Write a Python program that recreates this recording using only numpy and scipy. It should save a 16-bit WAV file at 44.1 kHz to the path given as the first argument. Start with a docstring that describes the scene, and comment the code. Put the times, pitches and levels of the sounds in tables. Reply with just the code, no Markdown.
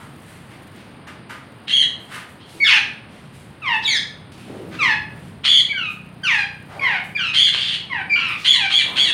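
"""Inside a wire-mesh parakeet aviary, its hard walls and sheet roof ringing after each call.
Dry scuffs sound over a low outdoor rumble. Near 1.7 s a bird screeches, the two sides of its syrinx
beating into a shrill rasp. Brief puffs of thin high hiss come now and then. Falling nasal squawks follow,
some led in by a clear whistle. From about 5 s a distant engine swells; the calls crowd together
and end in three loud screeches."""
import sys
import numpy as np
from scipy import signal
from scipy.fft import rfft, irfft, next_fast_len
from scipy.io import wavfile
from scipy.ndimage import uniform_filter1d

SR = 44100
rng = np.random.default_rng(int(sys.argv[2]) if len(sys.argv) > 2 else 0)


def generate_wav(sig):
    """Save sig (samples, or channels by samples) to the path in sys.argv[1] as 16-bit PCM at SR."""
    pcm = np.round(np.clip(np.atleast_2d(sig).T, -1, 1) * 32767).astype(np.int16)
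    wavfile.write(sys.argv[1], SR, pcm)


N = 402633
TIME = np.arange(N) / SR
TOP_HZ = 15850  # upper limit at the microphone


def undb(db):
    """Decibels to gain."""
    return 10 ** (np.asarray(db) / 20)


def unit(x):
    """Scale to rms 1."""
    return x / np.sqrt(np.mean(x ** 2) + 1e-18)


def gain_at(hz, points):
    """Gain of a (Hz, dB) spectrum at the given frequencies."""
    f, db = np.transpose(points)
    return undb(np.interp(np.log(hz + 1), np.log(f), db))


def shape(x, response):
    """Filter by a gain that is a function of frequency."""
    size = next_fast_len(len(x))
    hz = np.arange(size // 2 + 1) * SR / size
    return irfft(rfft(x, size) * response(hz), size)[:len(x)]


def band(n, hz, width_hz):
    """Noise in one resonance, rms 1."""
    noise = rng.standard_normal(n)
    return unit(shape(noise, lambda f: 1 / (1 + ((f ** 2 - hz ** 2) / (f * width_hz + 1e-9)) ** 2)))


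def wobble(n, hz):
    """Random motion mostly slower than hz, rms 1."""
    return unit(shape(rng.standard_normal(n), lambda f: 1 / (1 + (f / hz) ** 4)))


def turn(hz):
    """Running phase of a moving frequency."""
    return 2 * np.pi * np.cumsum(hz) / SR


def harmonics(phase, levels_db):
    """A tone with its overtones, each at its own rms level."""
    return np.sqrt(2) * sum(undb(db) * np.sin(k * phase) for k, db in enumerate(levels_db, 1))


def ramp(t, s):
    """Rise from 0 to 1 in s seconds."""
    return np.clip(t / s, 0, 1)


def gate(t, open_s, close_s):
    """A bird's airflow starts and stops smoothly."""
    return np.sin(np.pi / 2 * np.minimum(ramp(t, open_s), ramp(t[-1] - t, close_s))) ** 2


def play(rows, sound, **settings):
    """Mix one sound for each row, at the row's start time."""
    out = np.zeros(N)
    for start_s, *row in rows:
        x = sound(*row, **settings)
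        i = int(start_s * SR)
        out[i:i + len(x)] += x[:max(N - i, 0)]
    return out


# Open air around the aviary. Each row: frequency in Hz, relative spectral level in dB.
AIR = [(15, -51.5), (25, -27.5), (53, -27), (74, -10.5), (102, -0.5), (235, -2), (269, -4), (437, -10),
       (881, -12), (1680, -16), (3050, -21.5), (4950, -30.5), (6660, -68.5), (8970, -27.5), (15800, -94)]
# Rumble from far off. Each row: time in seconds, relative level in dB.
RUMBLE = [(0, -42.5), (2.7, -53), (3.3, -42), (4.3, -41), (5.3, -36.5), (5.7, -52), (9.1, -44.5)]


def outdoors(air_db=-43.5, rumble_trim_db=-3):
    """Soft air noise that sways a little, over a distant rumble."""
    sway_db = .8 * wobble(N, hz=2)
    air = unit(shape(rng.standard_normal(N), lambda f: gain_at(f, AIR)))
    rumble = band(N, hz=124, width_hz=132)
    rumble_db = np.interp(TIME, *np.transpose(RUMBLE)) + rumble_trim_db
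    return air * undb(air_db + sway_db) + rumble * undb(rumble_db)


def faint_hiss(db=-67, peak_db=-3, patchy_db=4, grain=.35):
    """A thin, grainy high hiss that comes and goes, strongest near 9 kHz."""
    peak = shape(band(N, hz=9100, width_hz=1800), lambda f: 1 / (1 + (7500 / (f + 1)) ** 12))
    hiss = band(N, hz=6200, width_hz=42000) + undb(peak_db) * peak
    hiss *= np.exp(grain * wobble(N, hz=90))
    return unit(hiss) * undb(db + patchy_db * wobble(N, hz=1.6))


# An engine well beyond the mesh. Each row: time in seconds, firings per second, level in dB.
ENGINE = [(4.8, 35, -58), (5.7, 32.2, -44), (6.2, 30, -43.5), (7.099, 30.7, -46.5), (7.8, 28.8, -47.5),
          (9.1, 26, -55)]
# Each entry: relative level in dB of one harmonic of the firing rate, lowest first.
ENGINE_HARMONICS = [-34, -14.5, -11, -8, -4.5, -4.5, -11, -19.5]


def engine(drift=.0076, waver_db=2):
    """A far engine drones at a slowly changing speed; each harmonic wavers in its own time."""
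    times, firing_hz, db = np.transpose(ENGINE)
    phase = turn(np.interp(TIME, times, firing_hz) * (1 + drift * wobble(N, hz=5)))
    waver = waver_db * wobble(N, hz=1.5)
    levels_db = [level + np.roll(waver, k * SR) for k, level in enumerate(ENGINE_HARMONICS)]
    return unit(harmonics(phase, levels_db)) * undb(np.interp(TIME, times, db))


def aviary(x, direct_db=-2, tail_db=-3, low_t60_s=.46, treble_t60_s=.33, first_echo_s=.004):
    """Roof and walls return a few strong echoes that thicken into a tail, its treble dying first."""
    t = TIME[:SR]
    sparseness = 2 * np.exp(-t / .065)
    echoes = rng.standard_normal(SR) * np.exp(sparseness * np.clip(rng.standard_normal(SR), -2, 2))
    echoes /= np.sqrt(uniform_filter1d(echoes ** 2, size=400))  # even out the power before the decay
    low = shape(echoes, lambda f: 1 / (1 + (f / 5000) ** 4))
    tail = low * undb(-60 * t / low_t60_s) + (echoes - low) * undb(-60 * t / treble_t60_s)
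    tail *= ramp(t - first_echo_s, .0014)
    ringing = signal.fftconvolve(x, unit(tail) / np.sqrt(SR))[:N]
    return undb(direct_db) * x + undb(tail_db) * ringing


# Dry scuffs, and brief puffs of thin high hiss near 9 kHz. Each row: start, rise and decay in seconds,
# relative level in dB, centre in Hz, added 9 kHz hiss in dB against the main band.
SCUFFS_AND_HISS_PUFFS = [ (0, 0.0022, 0.053, -39, 1210, -13), (.2, 0.1, 0.13, -46, 1770, -7),
                         (.48, 0.043, 0.04, -45, 1720, -15), (.73, .05, 0.089, -48.5, 2100, -19),
                         (1.066, 0.0091, 0.033, -35, 1600, -20), (1.291, .009, 0.053, -33, 1430, -18.5),
                         (2.08, 0.073, 0.048, -30.5, 1630, -14), (1.99, 0.023, 0.096, -56, 9000, 0),
                         (2.285, 0.0086, .045, -54, 9400, 2), (2.45, .06, 0.22, -47.5, 3000, -5),
                         (3.08, 0.042, 0.24, -52.5, 2370, -10), (3.32, 0.034, 0.086, -48.5, 2400, -3),
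                         (4.317, .004, .035, -46, 3150, -9), (4.35, 0.034, 0.26, -47.5, 2230, -10),
                         (4.7, 0.048, .03, -34.5, 1770, -37), (5.07, .2, 0.053, -52, 2390, -6),
                         (5.865, 0.059, 0.02, -52, 8000, -20), (6.69, 0.019, 0.11, -42, 1397, -26),
                         (7.03, .015, 0.061, -51.5, 9000, -4), (8.275, .01, 0.051, -48, 8940, 12),
                         (8.36, 0.042, 0.088, -39, 2860, -23), (8.82, 0.043, 0.31, -37.5, 955, -15.5), ]
# Soft, low flutters in the enclosure. Each row reads as in the table above.
FLUTTERS = [(2.53, 0.022, .024, -36.5, 260, -17), (4.45, 0.033, 0.42, -35, 274, -46),
            (6.68, 0.041, 0.21, -37.5, 686, -29), (8.82, 0.049, 0.41, -41, 300, -26)]


def noise_puff(rise_s, decay_s, db, hz, hiss_db, spread, grain):
    """A band of grainy noise that swells and dies, with thin high hiss added."""
    t = TIME[:SR // 2]
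    swell = ramp(t, rise_s) * np.exp(-np.maximum(t - rise_s, 0) / decay_s)
    body = band(len(t), hz, width_hz=spread * hz)
    hiss = undb(hiss_db) * band(len(t), hz=9000, width_hz=3900)
    grains = np.exp(grain * wobble(len(t), hz=120))
    return undb(db) * swell * unit((body + hiss) * grains)


# Brief whistles in the aviary, most just ahead of a squawk. Each row: start and length in seconds,
# first and last pitch in Hz, relative level in dB.
WHISTLES = [ (2.598, 0.059, 2240, 2070, -12), (5.685, 0.051, 2322, 2040, -21.5),
            (6.79, 0.012, 2360, 2300, -23.5), (7.146, .03, 2384, 2230, -19.5),
            (8.093, 0.059, 2371, 2280, -13.5), (8.775, 0.043, 2380, 2220, -19.5), ]
# Each entry: relative level in dB of one harmonic of a whistle, lowest first.
WHISTLE_HARMONICS = [4.5, -15.5, -37, -69]


def whistle(length, first_hz, last_hz, db, jitter=.015):
    """The syrinx in clean, even vibration: a held note that swells, then sags as it stops."""
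    t = np.arange(0, length, 1 / SR)
    hz = first_hz + (last_hz - first_hz) * (t / length) ** 3
    phase = turn(hz * (1 + jitter * wobble(len(t), hz=250)))
    swell_db = np.interp(t / length, [0, .65, 1], [-14, 0, -11.5])
    return harmonics(phase, WHISTLE_HARMONICS) * undb(db + swell_db) * gate(t, open_s=.009, close_s=.004)


# The throat's colouring of a squawk. Each row: frequency in Hz, gain in dB.
THROAT = [(750, -3), (1050, -5), (1350, -5), (1800, 4.5), (2600, 3), (3300, -5.5), (4300, -11.5),
          (6200, -25.5), (7600, -36), (9000, -30.5), (11000, -50.5), (15000, -31)]


def squawk_voice(hz, rough, beak_hz, fundamental_db, treble_db,
                 rattle_hz=270, beak_db=7, beak_width_hz=450, flicker_db=6, hiss_db=-14, shimmer=.39):
    """A buzzing syrinx with uneven cycles; its harmonics slide through the throat and beak resonances."""
    n = len(hz)
    # driven hard, a slower unsteady mode of the membranes splits each harmonic into a hoarse cluster
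    beat = .85 * rough ** 1.5 * np.cos(turn(rattle_hz * (1 + .25 * wobble(n, hz=60))))
    jitter = .05 * beat + rough * (.035 * wobble(n, hz=400) + .045 * wobble(n, hz=110))
    phase = turn(hz * (1 + jitter))
    order = np.arange(1, 17)[:, None]
    partial_hz = order * hz
    resonance_db = beak_db / (1 + ((partial_hz - beak_hz) / beak_width_hz) ** 2)
    treble = 1 / (1 + (3800 / partial_hz) ** 6) / (1 + (partial_hz / 12000) ** 12)
    colour_db = resonance_db + fundamental_db * (order == 1) + treble_db * treble
    flicker = treble * np.array([wobble(n, hz=70) for _ in order])
    weight = gain_at(partial_hz, THROAT) * undb(colour_db + flicker_db * flicker) * (partial_hz < TOP_HZ)
    buzz = np.sum(weight * np.sin(order * phase), axis=0) / np.sqrt(np.sum(weight ** 2, axis=0) / 2)
    puffs = rng.standard_normal(n) * (1 + np.cos(phase))  # air escapes once a cycle
    hiss = unit(shape(puffs, lambda f: gain_at(f, THROAT) / (1 + (1300 / (f + 1)) ** 8)))
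    pressure = 1 + 2 * beat + shimmer * rough * wobble(n, hz=260)
    voice = unit(pressure) * (buzz + undb(hiss_db) * 2 * rough * hiss)
    # so small a bird radiates almost nothing below its lowest pitch
    return shape(voice, lambda f: 1 / (1 + (660 / (f + 1)) ** 12) / (1 + (f / 13000) ** 12))


# Falling squawks in the foreground. Each row: start and length in seconds, first and resting pitch in Hz,
# fall time in seconds, bow of the fall (1 drops at once, 3 lingers first), relative level in dB,
# attack in seconds, level change over the call in dB, roughness from 0 to 1, beak resonance in Hz,
# fundamental and treble gain in dB.
SQUAWKS = [ (2.637, 0.15, 1773, 813.3, 0.067, 2.23, -11.5, 0.019, -2.5, 0.547, 3140, -5.5, 3),
           (3.616, 0.16, 1344, 859, 0.061, 1.39, -19, 0.065, 0.5, 0.23, 2580, 7, -7.5),
           (3.842, 0.046, 3970, 3210, 0.025, 2.36, -16.5, 0.013, -1, 0.25, 3430, -5, 4),
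           (3.873, 0.11, 2314, 1338, .097, 1.9, -18, 0.0035, 0.5, 0.25, 3850, -8.5, 7),
           (4.785, 0.16, 1390, 812, 0.064, 1.225, -12.5, 0.035, -6, 0.23, 1880, 2.5, 0.5),
           (5.725, 0.17, 1675, 1145, .1, 1.32, -20, 0.063, -7, 0.19, 2920, 1, -10),
           (6.231, 0.21, 1577, 804.2, 0.07, 1.7, -10, .06, -13.5, 0.24, 2150, -2, 2.5),
           (6.805, 0.19, 1109, 700, .11, 2.27, -13.5, 0.033, -11, 0.34, 2040, 3, -6.5),
           (7.165, .155, 1783, 1178, .068, 1.05, -18.5, 0.034, -7, 0.37, 3060, 0, -0.5),
           (7.895, 0.13, 1125, 690.5, 0.074, 1.45, -18.5, 0.034, -9.5, 0.24, 1718, 3.5, -14),
           (8.155, 0.21, 1424, 1042, 0.17, 2.1, -18.5, 0.0043, -9, 0.61, 2860, 2, -5),
           (8.535, .135, 1110, 771.4, .062, 2.33, -28.5, .01, 12.5, 0.25, 2440, 1.5, 2), ]


def squawk(length, first_hz, rest_hz, fall_s, bow, db, attack_s, fade_db, rough, beak_hz,
           fundamental_db, treble_db, onset_db=-15.5, end_db=-1.5, release_s=.021):
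    """The syrinx relaxes: pitch sinks to rest and the beak follows; the voice is hoarsest in mid-call."""
    t = np.arange(0, length, 1 / SR)
    hz = rest_hz + (first_hz - rest_hz) * np.exp(-(t / fall_s) ** bow)
    ends_db = onset_db * (1 - ramp(t, attack_s)) + end_db * (1 - ramp(length - t, release_s))
    hoarse = rough * (.8 + .2 * np.sin(np.pi * t / length))
    moving_beak_hz = beak_hz * (hz / hz.mean()) ** .25  # the beak opens with pitch
    voice = squawk_voice(hz, hoarse, moving_beak_hz, fundamental_db, treble_db)
    return voice * undb(db + ends_db + fade_db * t / length) * gate(t, open_s=.007, close_s=.005)


# Each entry: relative level in dB of one harmonic of a screech, lowest first.
SCREECH_HARMONICS = [8.5, -17, -21, -47]
# The beak's filter on a screech. Each row: frequency in Hz, gain in dB.
BEAK = [(500, -5), (1200, -4), (2100, -3.5), (3300, 3), (4400, -1.5), (5500, 3.5), (6700, 5.5), (7700, 4.5),
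        (9000, 11.5), (10300, -7.5), (11500, -7.5), (13500, 13)]


def screech_voice(hz, rasp, depth, jitter=.1656, throb=.28, sag=.091, blur_db=5):
    """One side of the syrinx sings high; the other beats at a third of that pitch, throwing sidebands."""
    n = len(hz)
    chaos = rasp ** 2  # the membranes break into noise only when driven hard
    flutter = band(n, hz=135, width_hz=36.4)
    # the pitch keeps slipping down from its ceiling and catching again
    droop = sag * np.sqrt(rasp) * np.maximum(wobble(n, hz=108.4) + flutter / 2, 0)
    phase = turn(hz * (1 - droop + jitter * chaos * wobble(n, hz=873)))
    second_voice = np.cos(turn(hz / 3 * (1 + .055 * wobble(n, hz=170))))
    pressure = (1 + 1.4 * depth * second_voice) * (1 + .45 * chaos * wobble(n, hz=750))
    # overtones need an even vibration
    levels_db = [db - blur_db * chaos * (k > 0) for k, db in enumerate(SCREECH_HARMONICS)]
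    voice = harmonics(phase, levels_db) * pressure * np.exp(throb * flutter)
    return unit(shape(voice, lambda f: gain_at(f, BEAK)))


# Shrill answers, some loud at the microphone, some faint. Each row: start and length in seconds,
# crest pitch and final drop in Hz, relative level in dB, lead-in time in seconds, lead-in gain in dB,
# seconds until the break, then rasp and depth of the second voice on the crest, both from 0 to 1.
SCREECHES = [ (1.667, 0.18, 3325, 300, -12.5, .066, -11.5, 0.15, 0.15, 0.18),
             (2.385, 0.13, 3300, 100, -47, .04, 1, .08, 0.66, 0.8),
             (3.814, .036, 4050, 100, -29, 0.065, -1, 0.038, .8, .8),
             (5.433, 0.18, 3496, 380, -10.5, 0.06, -4, .16, 0.24, 0.19),
             (7.328, .177, 3490, 230, -11, .058, -6.5, .14, .22, 0.29),
             (7.52, .26, 3420, 110, -21.5, 0.046, 3, 0.23, 0.68, 0.57),
             (8.438, 0.14, 3498, 518, -8.5, .052, -5, 0.088, 0.04, .03),
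             (8.692, .14, 3440, 558, -11.5, 0.059, -6.5, .092, .04, 0.24),
             (8.948, 0.17, 3420, 720, -11, .056, -7, 0.096, 0.05, 0.38), ]


def screech(length, crest_hz, drop_hz, db, lead_s, lead_db, break_s, crest_rasp, crest_depth,
            lead_dip=.1, lead_rasp=.904, crack_s=.012, break_db=-8, break_rasp=.31, break_depth=1.5,
            warble_hz=32, warble_dip=.0275, warble_depth=.15, warble_db=-3):
    """A raspy lead-in climbs to a ringing, warbling crest; the voice breaks into sidebands and sinks."""
    t = np.arange(0, length, 1 / SR)
    lead = 1 - ramp(t, lead_s) ** 2
    broken = ramp(t - break_s, crack_s)
    slip = np.maximum(wobble(len(t), warble_hz), 0) * (1 - lead)  # the voice slips now and then
    crest_progress = ramp(t - lead_s / 2, break_s + crack_s - lead_s / 2)
    arch = .0241 * (1 - np.sin(np.pi * crest_progress))  # both ends of the crest lie a little flat
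    sink_hz = drop_hz * np.sin(np.pi / 2 * ramp(t - break_s, max(length - break_s, crack_s)))
    hz = crest_hz * (1 - lead_dip * lead ** 2 - arch - warble_dip * slip) - sink_hz
    rasp = np.clip(crest_rasp + (lead_rasp - crest_rasp) * lead + (break_rasp - crest_rasp) * broken, 0, 1)
    depth = crest_depth + (1 - crest_depth) * lead + (break_depth - crest_depth) * broken
    depth += warble_depth * slip
    level_db = db + lead_db * lead + break_db * broken + warble_db * slip
    return screech_voice(hz, rasp, depth) * undb(level_db) * gate(t, open_s=.024, close_s=.01)


def scene():
    """Birds and small noises ring in the enclosure over the outdoor background, heard in mono."""
    birds = play(SQUAWKS, squawk) + play(SCREECHES, screech) + play(WHISTLES, whistle)
    scuffs_and_hiss = play(SCUFFS_AND_HISS_PUFFS, noise_puff, spread=1.11, grain=.19)
    flutters = play(FLUTTERS, noise_puff, spread=1.1, grain=.3)
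    return (aviary(birds + scuffs_and_hiss + flutters) + outdoors() + engine() + faint_hiss())[None]


def record(dry):
    """The phone's microphone rounds the loudest peaks and cuts the top."""
    rounded = dry / (1 + dry ** 8) ** (1 / 8)
    lowpass = signal.ellip(10, .2, 80, TOP_HZ, fs=SR, output="sos")
    return signal.sosfilt(lowpass, rounded)


dry = scene()
out = record(dry)
generate_wav(out)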